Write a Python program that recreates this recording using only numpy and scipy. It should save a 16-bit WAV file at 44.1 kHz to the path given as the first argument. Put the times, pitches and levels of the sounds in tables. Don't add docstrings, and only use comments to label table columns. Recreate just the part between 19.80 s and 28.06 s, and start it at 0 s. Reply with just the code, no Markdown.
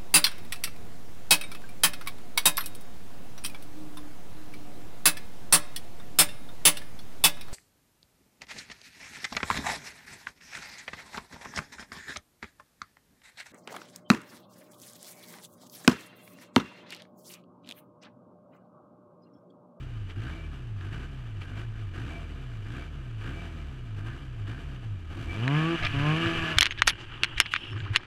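import sys
import numpy as np
from scipy import signal
from scipy.fft import rfft, irfft, next_fast_len
from scipy.io import wavfile
from scipy.ndimage import uniform_filter1d, map_coordinates

SR = 44100
rng = np.random.default_rng(int(sys.argv[2]) if len(sys.argv) > 2 else 0)


def voltage_ratio(level):
    return 10 ** (np.asarray(level, float) / 20)


def int16_out(signal):
    q = np.round(np.clip(np.atleast_2d(signal).T, -1, 1) * 32767)
    wavfile.write(sys.argv[1], SR, q.astype(np.int16))


N = 364266
STEP = 32


def unit(x):
    return x / np.sqrt(np.mean(x ** 2) + 1e-20)


def curves(rows):
    s, *cols = np.transpose(rows)
    return [np.interp(np.arange(N) / SR, s, c) for c in cols]


def full(control):
    return np.interp(np.arange(N), np.arange(0, N, STEP), control)


def drift(rate_hz):
    knots = rng.standard_normal(int(N * rate_hz / SR) + 4)
    return map_coordinates(knots, [np.arange(0, N, STEP) * rate_hz / SR])


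def wobble(rate_hz):
    return full(drift(rate_hz))


def fade(start_s, stop_s):
    return np.clip((np.arange(N) / SR - start_s) / (stop_s - start_s), 0, 1)


def swells(s, db, hold_s, rise, fall):
    t = np.arange(0, N, STEP) / SR - np.reshape(s, (-1, 1))
    db, hold_s, rise, fall = (np.reshape(v, (-1, 1)) for v in (db, hold_s, rise, fall))
    level_db = db + rise * np.minimum(t, 0) - fall * np.maximum(t - hold_s, 0)
    return full(10 * np.log10(np.sum(voltage_ratio(2 * level_db), 0) + 1e-12))


def place(out, s, t, x):
    first = round((s + t[0]) * SR)
    out[first:first + len(t)] += x


def filtered(x, response):
    m = next_fast_len(len(x) + len(x) // 16)
    return irfft(rfft(x, m) * response(np.fft.rfftfreq(m, 1 / SR)), m)[:len(x)]


def along(points, hz):
    f, db = np.transpose(points)
    return np.interp(np.log(hz), np.log(f), db)


def colour(points):
    hz, db = np.transpose(points)
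    return lambda f: voltage_ratio(np.interp(np.log(f + 1), np.log(hz + 1), db, left=-120, right=-120))


def peaks(modes):
    def response(f):
        return sum((-1) ** k * voltage_ratio(db) * 1j * f * w / (c * c - f * f + 1j * f * w + 1e-9)
                   for k, (c, w, db) in enumerate(modes))
    return response


def lift(modes, f):
    return sum(db / (1 + (2 * (f - c) / w) ** 2) for c, w, db in modes)


# centre in Hz, width in Hz, lift in dB.
CAVITY_MODES = [(684, 21, 4), (1235, 120, 6.5), (1620, 420, 7.5), (2358, 81, 7.5), (2950, 330, 4.5),
                (4647, 80, 6), (5400, 130, -3.5), (6060, 200, 4.5), (7600, 500, 4), (9000, 250, 3),
                (10200, 350, 3.5), (11800, 600, 4.5)]


def housing(f):
    return voltage_ratio(lift(CAVITY_MODES, f))


# mixture catches in s, firing rate there in Hz, mixture quits in s, rate there in Hz.
IDLE_SURGES = [(-.4, 45, -.15, 80), (.335, 42, .565, 84), (1.03, 44.5, 1.28, 71), (1.65, 44, 1.86, 58),
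               (1.93, 52, 1.99, 56), (2.145, 42.5, 2.35, 85.5), (2.85, 49, 3.04, 79), (3.42, 50, 3.6, 89.5),
               (4.2, 48, 4.395, 71.5), (4.665, 48, 4.81, 76)]
# time in s, firing rate in Hz, load in dB, roar in dB.
THROTTLE_PULLS = [
    [(5.31, 38.05, 2.5, -51), (5.39, 50.92, -4, -49), (5.49, 79.9, 2, -47), (5.7, 139.7, 0, -38),
     (5.79, 156.3, 0.5, -35), (5.93, 170, 1.5, -36), (6.02, 152.8, -1.5, -37)],
    [(6.16, 138.9, -6, -38), (6.27, 149.9, 0.5, -34.5), (6.4, 165.9, -1.5, -34), (6.48, 166.9, -3, -33.5),
     (6.72, 160.4, -13, -34), (6.8, 147.6, -23, -38.5)],
]


def speed():
    pulls = np.concatenate(THROTTLE_PULLS)
    first_s, first_hz = pulls[0, :2]
    idle = [(s, hz, 0, -120) for s, hz in np.reshape(IDLE_SURGES, (-1, 2))]
    rate, load_db, roar_db = curves([*idle, (first_s - .03, first_hz, 0, -75), *pulls])
    burning = (np.gradient(rate) > 0) | (np.arange(N) > first_s * SR)
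    rate = uniform_filter1d(rate, round(.035 * SR))
    burning = uniform_filter1d(1. * burning, round(.045 * SR))
    return rate, burning, load_db, roar_db


# from s, to s.
SPARK_CUT_S = (5.955, 6.128)


def ignition():
    off_s, on_s = SPARK_CUT_S
    return 1 - 0.86 * (fade(off_s, off_s + 0.01) - fade(on_s, on_s + 0.0156))


# start in s, level in dB, hold in s, fade in dB per s.
FIRING_BURSTS = [(0, -59, .01, 97.5), (0.305, -56, 0.0133, 600), (0.37, -52.5, .02, 60),
                 (0.43, -50.5, 0.05, 30), (0.833, -59.5, .005, 600), (1.023, -53, .03, 95.5),
                 (1.13, -49, .01, 47), (1.617, -50, .005, 250), (1.685, -51.5, .01, 80),
                 (1.774, -48, 0.0286, 250), (1.95, -58.5, .01, 50), (2.148, -49, 0.15, 21),
                 (2.85, -55, .02, 60), (2.916, -49.5, .05, 48), (3.416, -49, 0.21, 35),
                 (4.176, -52, 0.017, 197), (4.269, -49, 0.0098, 59.5), (4.677, -48.5, .01, 250),
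                 (4.721, -53, 0.1, 38.5)]


def mechanical_level(roar_db):
    start_s, db, hold_s, fall = np.transpose(FIRING_BURSTS)
    burst_db = swells(start_s, db, hold_s, 530, fall)
    return 10 * np.log10(voltage_ratio(burst_db) ** 2 + voltage_ratio(roar_db) ** 2 + voltage_ratio(-55.8) ** 2)


# frequency of the order in Hz, level in dB.
CRANK_ORDER = [(20, -47), (33, -43.5), (43, -42), (55, -61.5), (85, -51.5)]
BURNING_ORDER = [(45, -45), (65, -41), (81, -36.5), (110, -33.5), (140, -27.5), (153, -23), (169, -34)]
COASTING_ORDER = [(45, -50), (56, -52), (71, -41), (85, -43), (170, -30)]
TWICE_ORDER = [(80, -43), (101, -35.5), (140, -44.5), (165, -50.5), (220, -45.5), (285, -31.5), (312, -35),
               (336, -31)]
# multiple of firing rate, level in dB, dB per dB of load.
UPPER_ORDERS = [(1.5, -12, 0), (3, -2.5, .8), (4, -4.5, -.2), (5, -4.5, .4), (6, -6.5, .4), (7, -3, 0),
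                (8, -7, 0), (9, -11, -.2), (10, -12, 0), (11, -9, 0), (14, -9, 0), (15, -11, 0),
                (16, -10, 0), (17, -11, 0)]
# centre in Hz, width in Hz, lift in dB.
SILENCER_MODES = [(142.5, 26, 15), (247, 82, 7), (462, 49, 5.5), (689.7, 83, 7.5), (1138, 130, 9),
                  (1710, 180, 7.5), (2380, 200, 6), (2950, 300, 4)]


def exhaust_note(rate, burning, load_db, noise_db, throttle, turn):
    def tone(k, db, flutter_db):
        level = full(voltage_ratio(db + flutter_db * drift(16)))
        return -np.sqrt(2) * level * np.cos(2 * np.pi * k * (turn + .25) + .04 * k * k)

    crank_db = along(CRANK_ORDER, rate / 2)
    twice_db = along(TWICE_ORDER, 2 * rate) + 0.603 * load_db - 4 * burning * (rate < 90)
    fire = burning * voltage_ratio(along(BURNING_ORDER, rate) + load_db)
    fire -= (1 - burning) * voltage_ratio(along(COASTING_ORDER, rate))
    fire_db = 20 * np.log10(np.abs(fire) + 1e-6)
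    note = tone(.5, crank_db[::STEP], 1.5) + fire * tone(1, 0, 1.46) + tone(2, twice_db[::STEP], 1.53)

    main_db = uniform_filter1d(np.maximum(fire_db, twice_db), 1500)
    upper_db = (1 - throttle) * (noise_db - 9) + throttle * (0.42 * main_db - 34.5)
    slow_rate = rate[::STEP]
    shut = 1 - throttle[::STEP]
    port_closed = np.clip((132 - slow_rate) / 12, 0, 1) * throttle[::STEP]
    for k, db, follows in UPPER_ORDERS:
        level_db = upper_db[::STEP] + db + follows * load_db[::STEP]
        level_db = level_db - 3.2 * abs(k - 3) * shut - .8 * k * port_closed
        level_db = level_db + lift(SILENCER_MODES, k * slow_rate)
        note = note + tone(round(2 * k) / 2, level_db, 2.3)
    return note


# centre in Hz, width in Hz, level in dB.
PIPE_MODES = [(109, 19.16, 3.5), (146.36, 29, -5.5), (246.2, 43.4, -11.5), (342, 34, -10.5), (688, 69, -25)]


def pipe_pops(turn, climb, throttle):
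    strokes = np.flatnonzero(np.diff(np.floor(turn)))
    strength = rng.uniform(0.13, 1, N) * climb * (1 - 0.38 * throttle)
    pops = np.zeros(N)
    pops[strokes] = strength[strokes]
    return voltage_ratio(-47) * unit(filtered(pops, lambda f: peaks(PIPE_MODES)(f) / (1 + 1j * f / 500)))


def chassis_shake():
    rumble = colour([(4, -13), (15, -12.0), (100, 0.5), (160, -10.5), (400, -24.5)])
    return voltage_ratio(-49.5) * unit(filtered(rng.standard_normal(N), rumble))


def ringing(grit, modes, top_hz=4000):
    return unit(filtered(grit, lambda f: peaks(modes)(f) / (1 + (f / top_hz) ** 4)))


# frequency in Hz, dB per Hz.
IDLE_CLATTER = [(88, -17), (150, 0), (182, -10.5), (321, -7.5), (589, -20.5), (675, -19.5), (960, -21),
                (1260, -21), (1980, -24), (2920, -21), (4410, -33), (8500, -43), (14200, -54.5),
                (16000, -81)]
FULL_ROAR = [(100, -12), (200, 2), (400, 0.5), (550, -9), (1140, -4), (1700, -4), (2000, -6), (2900, .5),
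             (3900, -14.5), (11700, -37), (14300, -54), (15300, -80)]
# centre in Hz, width in Hz, level in dB.
PING_MODES = [(1580, 200, 0)]


def clatter(grit, rate, burning, noise_db, throttle, spark):
    idle = unit(filtered(grit, lambda f: colour(IDLE_CLATTER)(f) * housing(f)))
    roar = unit(filtered(grit, lambda f: colour(FULL_ROAR)(f) * housing(f)))
    roar = roar - .45 * (1 - spark) * filtered(roar, lambda f: 1 / (1 + (f / 1050) ** 8))
    slow_only = np.clip((82 - rate) / 15, 0, 1) * (1 - fade(5.2, 5.3))
    ping = voltage_ratio(-12 + 3.0 * wobble(25)) * burning * slow_only * ringing(grit, PING_MODES)
    fast_only = np.clip((rate - 66) / 14, 0, 1)
    buzz = voltage_ratio(-7 + 1.5 * wobble(9)) * fast_only * ringing(grit, [(672, 20, -14), (2325, 14, 0)])
    return voltage_ratio(noise_db) * (voltage_ratio(3.5) * (1 - throttle) * (idle + ping + buzz) + voltage_ratio(.2) * throttle * roar)


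# centre in Hz, width in Hz, dB added at idle only, dB added once at idle and
COVER_MODES = [(672, 17, -19, -11.5), (1280, 47, -14.5, -24), (1710, 19, -18, -8.5), (2330, 25, -18, -16.5),
               (2560, 79, -26, -11)]


def covers(grit, noise_db, throttle):
    shut = 1 - throttle[::STEP]
    out = np.zeros(N)
    for hz, width_hz, idle_db, full_db in COVER_MODES:
        level_db = noise_db[::STEP] + shut * idle_db + (2.0 - shut) * full_db + 3 * drift(3.88)
        out += full(voltage_ratio(level_db)) * ringing(grit, [(hz, width_hz, 0)], 8000)
    return out


def engine():
    rate, burning, load_db, roar_db = speed()
    noise_db = mechanical_level(roar_db)
    spark = ignition()
    turn = np.cumsum(rate * (1 + .004 * wobble(25))) / SR
    climb = np.clip(0.271 * uniform_filter1d(np.gradient(np.log(rate)) * SR, 2000), .25, 1)
    throttle = np.clip((rate - 88) / 30, 0, 1)
    stroke_gate = 1 + (0.066 + 0.222 * climb) * np.cos(2 * np.pi * turn + 1.5)
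    grit = stroke_gate * voltage_ratio(1.03 * wobble(30) + 1.056 * wobble(400)) * rng.standard_normal(N)
    out = spark * exhaust_note(rate, burning, load_db, noise_db, throttle, turn)
    out = out + pipe_pops(turn, climb, throttle) + chassis_shake()
    out = out + clatter(grit, rate, burning, noise_db, throttle, spark) + covers(grit, noise_db, throttle)
    return out * (1 - fade(6.77, 6.86))


# time in s, peak in dB, centre in Hz.
LIGHT_TICKS = [(0.2998, -37.5, 2300), (.3076, -37, 2950), (1.0096, -36, 1620), (1.6173, -36, 2560),
               (4.6703, -38, 1747), (7.064, -38.5, 3500), (7.3502, -39, 2500), (7.377, -36, 1250),
               (7.3185, -38, 1300)]
# time in s, peak in dB, centre in Hz, brightness in dB.
HARD_KNOCKS = [(5.6787, -14, 1870, -26), (6.0497, -17, 2740, -24), (6.0658, -19, 2300, -19),
               (6.4595, -17.5, 1510, -31), (6.7853, -0.5, 2800, -9.5), (6.809, -1, 3560, -8.5),
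               (6.8207, -6, 2650, -23), (6.8289, -1.5, 2870, -16), (6.8568, -6.5, 2810, -18.5),
               (6.8656, -12.5, 2670, -20), (6.9088, -15.5, 2650, -28), (6.9229, -21, 2570, -32),
               (7.0202, -2, 2000, -20.5), (7.0727, -13, 3000, -5.5), (7.0767, -5.5, 2500, -3),
               (7.0824, -11, 2740, -10), (7.0914, -15, 3210, -11.5), (7.097, -14.5, 2890, -10),
               (7.4345, -3.5, 2730, -15), (7.444, -11.5, 2380, -20), (7.6018, 2, 3080, -12.5),
               (7.61, -13.5, 2400, -13), (7.659, -23.5, 2230, -30), (7.7379, -7, 1795, -26.5),
               (7.7619, -12, 1930, -32), (8.0032, -27.5, 2500, -32), (8.1496, -19, 1648, -36),
               (8.1606, -1, 2770, -18.5), (8.1682, -11, 2850, -19)]
# first contact in s, number of contacts, peak in dB.
CHATTER_RUNS = [(6.0264, 5, -24), (6.0536, 1, -21), (6.0699, 1, -18), (6.4651, 3, -25), (6.7697, 3, -25),
                (6.793, 1, -23), (6.8415, 3, -22), (6.8709, 1, -20), (6.8165, 1, -26), (6.9125, 2, -28),
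                (6.977, 2, -29), (7.0268, 1, -32), (7.0875, 1, -15), (7.0805, 1, -10), (7.1035, 1, -20),
                (7.114, 1, -32), (7.4482, 1, -22), (7.581, 1, -24), (7.6128, 2, -27), (7.663, 1, -26.5),
                (7.7505, 1, -28), (7.7205, 1, -33), (7.769, 1, -26), (7.848, 3, -39), (8.1348, 3, -33),
                (8.1533, 1, -19)]


def contacts():
    gap_s, chatter_hz, bright_db = .0052, 2300, -29.5
    ticks = [(*tick, bright_db - 2.5) for tick in LIGHT_TICKS]
    runs = []
    chance = rng.standard_normal((len(CHATTER_RUNS), 6, 4))
    for (s, count, db), row in zip(CHATTER_RUNS, chance):
        for k, (late, size, pitch, edge) in enumerate(row[:round(count)]):
            when_s = s + gap_s * (k + .15 * late * (k > 0))
            runs.append((when_s, db + 2 * size, chatter_hz * (1 + .12 * pitch), bright_db + 4 * edge))
    return [*HARD_KNOCKS, *ticks, *runs]


# frequency in Hz, level in dB, t60 in s.
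SHELL_MODES = [(1620, -17, .02), (1855, -19, .03), (2140, -20, .04), (2315, -22, .045), (2970, -26, .05),
               (3300, -17, .018), (4135, -27, .06), (5300, -21, .055), (6450, -19, .028),
               (10500, -25, .025), (12600, -28, .016)]
# frequency in Hz, level in dB.
RATTLE_COLOUR = [(200, -10), (800, -6), (1400, 0), (3400, -2), (5000, -11), (9000, -31.5), (16000, -52)]


def mount():
    out, t = np.zeros(N + SR), np.arange(-SR // 200, SR // 14) / SR
    bright = colour([(3500, -20.5), (5500, 5), (9000, -6.0), (13500, -21), (15800, -49.5)])
    thump = (t >= 0) * voltage_ratio(-26.5 - 60 * abs(t) / 0.012) * np.sin(2 * np.pi * 380 * t)

    def top(x):
        return x / np.max(np.abs(x))

    def burst(t60_s):
        return (t >= 0) * voltage_ratio(-60 * abs(t) / t60_s) * rng.standard_normal(len(t))

    for s, db, hz, bright_db in contacts():
        soft = np.clip(-db / 30, 0, 1)
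        blow = 3 * (1 - soft) * (t == 0) + 1.22 * (1 - soft) * burst(0.0036)
        blow = blow + .6 * burst(0.013) + voltage_ratio(-21.5 + 9.2 * soft) * burst(0.037)
        body = peaks([(hz, (.9 - .45 * soft) * hz, 0)])
        crack = top(filtered(blow, lambda f: body(f) * colour(RATTLE_COLOUR)(f)))
        edge = voltage_ratio(bright_db + 0.5) * top(filtered(burst(0.008 + 0.007 * soft), bright))
        ring = np.zeros(len(t))
        for f, level_db, t60_s in SHELL_MODES:
            wake_db = bright_db if f > 5000 else .3 * bright_db - 4
            decay = voltage_ratio(level_db + wake_db + rng.normal(0, 4) - 60 * abs(t) / t60_s)
            onset = np.clip(t / .0006, 0, 1)
            ring += decay * onset * np.sin(2 * np.pi * f * rng.normal(1, 0.004) * t)
        place(out, s, t, voltage_ratio(db - .5) * (crack + edge + ring + thump))
    return out[:N]


# time in s, buffet in dB, boom in dB, seconds to swell by 20 dB.
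HELMET_JOLTS = [(6.03, -38, -33, .11), (6.19, -37, -36.5, 0.33), (6.47, -42, -34, 0.06),
                (6.6, -35, -37, 0.11), (6.77, -42, -34, 0.01), (6.95, -43, -46, 0.19),
                (7.09, -40.5, -49, 0.41), (7.38, -43, -43.5, 0.23), (7.56, -39, -46, 0.23),
                (7.95, -50, -33.5, .1), (8.035, -49.5, -34, 0.1069), (8.11, -47, -36, .08)]


def jolts():
    s, jolt_db, ring_db, swell_s = np.transpose(HELMET_JOLTS)
    rise = 20 / swell_s
    fall = rise / .8
    buffet_db = np.maximum(swells(s, jolt_db, 0, rise, fall), -51.5)
    boom_db = np.maximum(swells(s, ring_db, 0, rise, fall), -53.5)
    rumble = colour([(3, -12), (10, 2), (30, -6.0), (70, -14.5), (200, -30)])
    buffet = voltage_ratio(buffet_db + 1.0) * unit(filtered(rng.standard_normal(N), rumble))
    main, upper = peaks([(104, 30, 0)]), peaks([(240, 50, -24), (350, 60, -24)])
    ring = unit(filtered(rng.standard_normal(N), lambda f: main(f) ** 2 + upper(f)))
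    return buffet * fade(5.06, 5.5) + voltage_ratio(boom_db + 4.0) * ring * fade(5.95, 6.05)


# time in s, level in dB.
AIR_SPEED = [(6.94, -52.5), (7.32, -51.5), (7.5, -45), (7.74, -38.5), (7.82, -39.5), (7.925, -40),
             (7.95, -55), (8.02, -61.5), (8.14, -65), (8.26, -81)]
# frequency in Hz, dB per Hz.
SPRAY_COLOUR = [(88, -29), (150, -2), (212, -9.5), (350, -3.5), (468, -16), (636, -15.5), (687, -20.5),
                (833, -12.5), (1180, -15.5), (1770, -14.5), (2920, -13), (13500, -60)]
# centre in Hz, width in Hz, level in dB.
EDGE_MODES = [(5350, 120, 0), (10000, 300, -9)]


def wind_and_spray():
    air_db, = curves(AIR_SPEED)
    grit = voltage_ratio(1.8 * wobble(30) + 2.7 * wobble(300)) * rng.standard_normal(N)
    hiss_db = -47.5 + .08 * (air_db + 51)
    hiss = voltage_ratio(hiss_db) * unit(filtered(grit, lambda f: colour(SPRAY_COLOUR)(f) * housing(f)))
    whistle_mode = peaks([(2900, 750, 0)])
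    whistle = unit(filtered(grit, lambda f: whistle_mode(f) ** 2 / (1 + (f / 9000) ** 6)))
    whistle = voltage_ratio(air_db - 5.0) * whistle
    fizz_db = -71.5 + .3 * (air_db + 49.5)
    fine = colour([(3000, -12), (4500, 0), (7000, -6), (10000, -11), (13200, -26)])
    fizz = voltage_ratio(fizz_db) * unit(filtered(rng.standard_normal(N), lambda f: fine(f) * housing(f)))
    edges = unit(filtered(rng.standard_normal(N), lambda f: peaks(EDGE_MODES)(f) ** 2))
    edges = voltage_ratio(air_db - 28 + 3 * wobble(30)) * edges
    return (hiss + whistle + fizz) * fade(6.77, 6.86) + edges * fade(7.74, 7.8)


# middle in s, length in s, level in dB, centre in Hz, width in Hz.
SEAT_SCRAPES = [(6.04, .06, -38, 680, 120), (6.048, .06, -36, 1260, 200), (6.05, .03, -33, 2450, 300),
                (6.068, .03, -33, 2400, 400), (6.142, .02, -37, 2450, 300), (6.992, .025, -37, 3300, 1500),
                (6.995, .03, -38, 1750, 300), (7.104, .018, -30, 2800, 2500), (7.09, .05, -42, 10500, 200),
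                (7.085, .05, -47, 12600, 400), (7.085, .03, -29, 4300, 1500), (6.915, .025, -46, 6450, 120),
                (6.815, .02, -44, 12600, 400), (7.215, .08, -58, 4500, 4000), (7.33, .1, -50, 1400, 700),
                (7.482, .03, -44, 1600, 1500), (7.532, .03, -45, 1400, 1500), (7.582, .03, -34, 2400, 1500),
                (7.585, .03, -52, 6000, 5000), (7.725, .04, -38, 2900, 1000), (7.728, .04, -55, 7000, 8000),
                (7.755, .018, -31, 2400, 1500), (7.93, .02, -45, 1300, 800), (7.966, .02, -46, 1300, 500),
                (7.979, .014, -44, 1300, 600), (8.006, .03, -42, 1570, 100), (8.0, .07, -66, 7000, 1500),
                (8.066, .02, -46, 1100, 700), (8.08, .02, -46, 1600, 700), (8.14, .025, -39, 1300, 1500),
                (8.14, .025, -57, 6000, 8000), (8.202, .02, -44, 1300, 900)]


def scrapes():
    out, t = np.zeros(N + SR), np.arange(-SR // 14, SR // 14) / SR
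    for s, length_s, db, hz, width_hz in SEAT_SCRAPES:
        grain_db = 18 * uniform_filter1d(rng.standard_normal(len(t)), size=40)
        grains = voltage_ratio(grain_db) * rng.standard_normal(len(t))

        def seat(f):
            band = peaks([(hz, width_hz, 0)])(f) ** 2 * housing(f)
            return band / (1 + (f / (2 * hz)) ** 4) / (1 + (f / 12800) ** 20)

        rub = unit(filtered(grains, seat))
        place(out, s, t, voltage_ratio(db) * np.exp(-(3.0 * t / length_s) ** 2) * rub)
    return out[:N]


# time in s, peak in dB, swing in Hz.
HEAD_SHOVES = [(6.043, -28, 30), (6.773, -22, 70), (6.815, -28, 50.1), (6.93, -37, 30), (6.995, -32, 60),
               (7.073, -26.5, 34.64), (7.572, -29, 30), (8.136, -33, 60)]


def shoves():
    out, t = np.zeros(N + SR), np.arange(-SR // 10, SR // 10) / SR
    for s, db, hz in HEAD_SHOVES:
        bell = np.exp(-(2.3 * hz * t) ** 2)
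        place(out, s, t, voltage_ratio(db) * bell * np.sin(-2 * np.pi * hz * t))
    return out[:N]


def scene():
    return (engine() + mount() + jolts() + wind_and_spray() + scrapes() + shoves())[None]


def low_pass(x):
    return signal.sosfilt(signal.butter(12, 16470, fs=SR, output="sos"), x)


def record(dry):
    clipped = np.clip(dry[0], -1, 1)
    limited = filtered(clipped, lambda f: np.clip((16500 - f) / 900, 0, 1) ** 2)
    return low_pass(limited[None])


dry = scene()
out = record(dry)
int16_out(out)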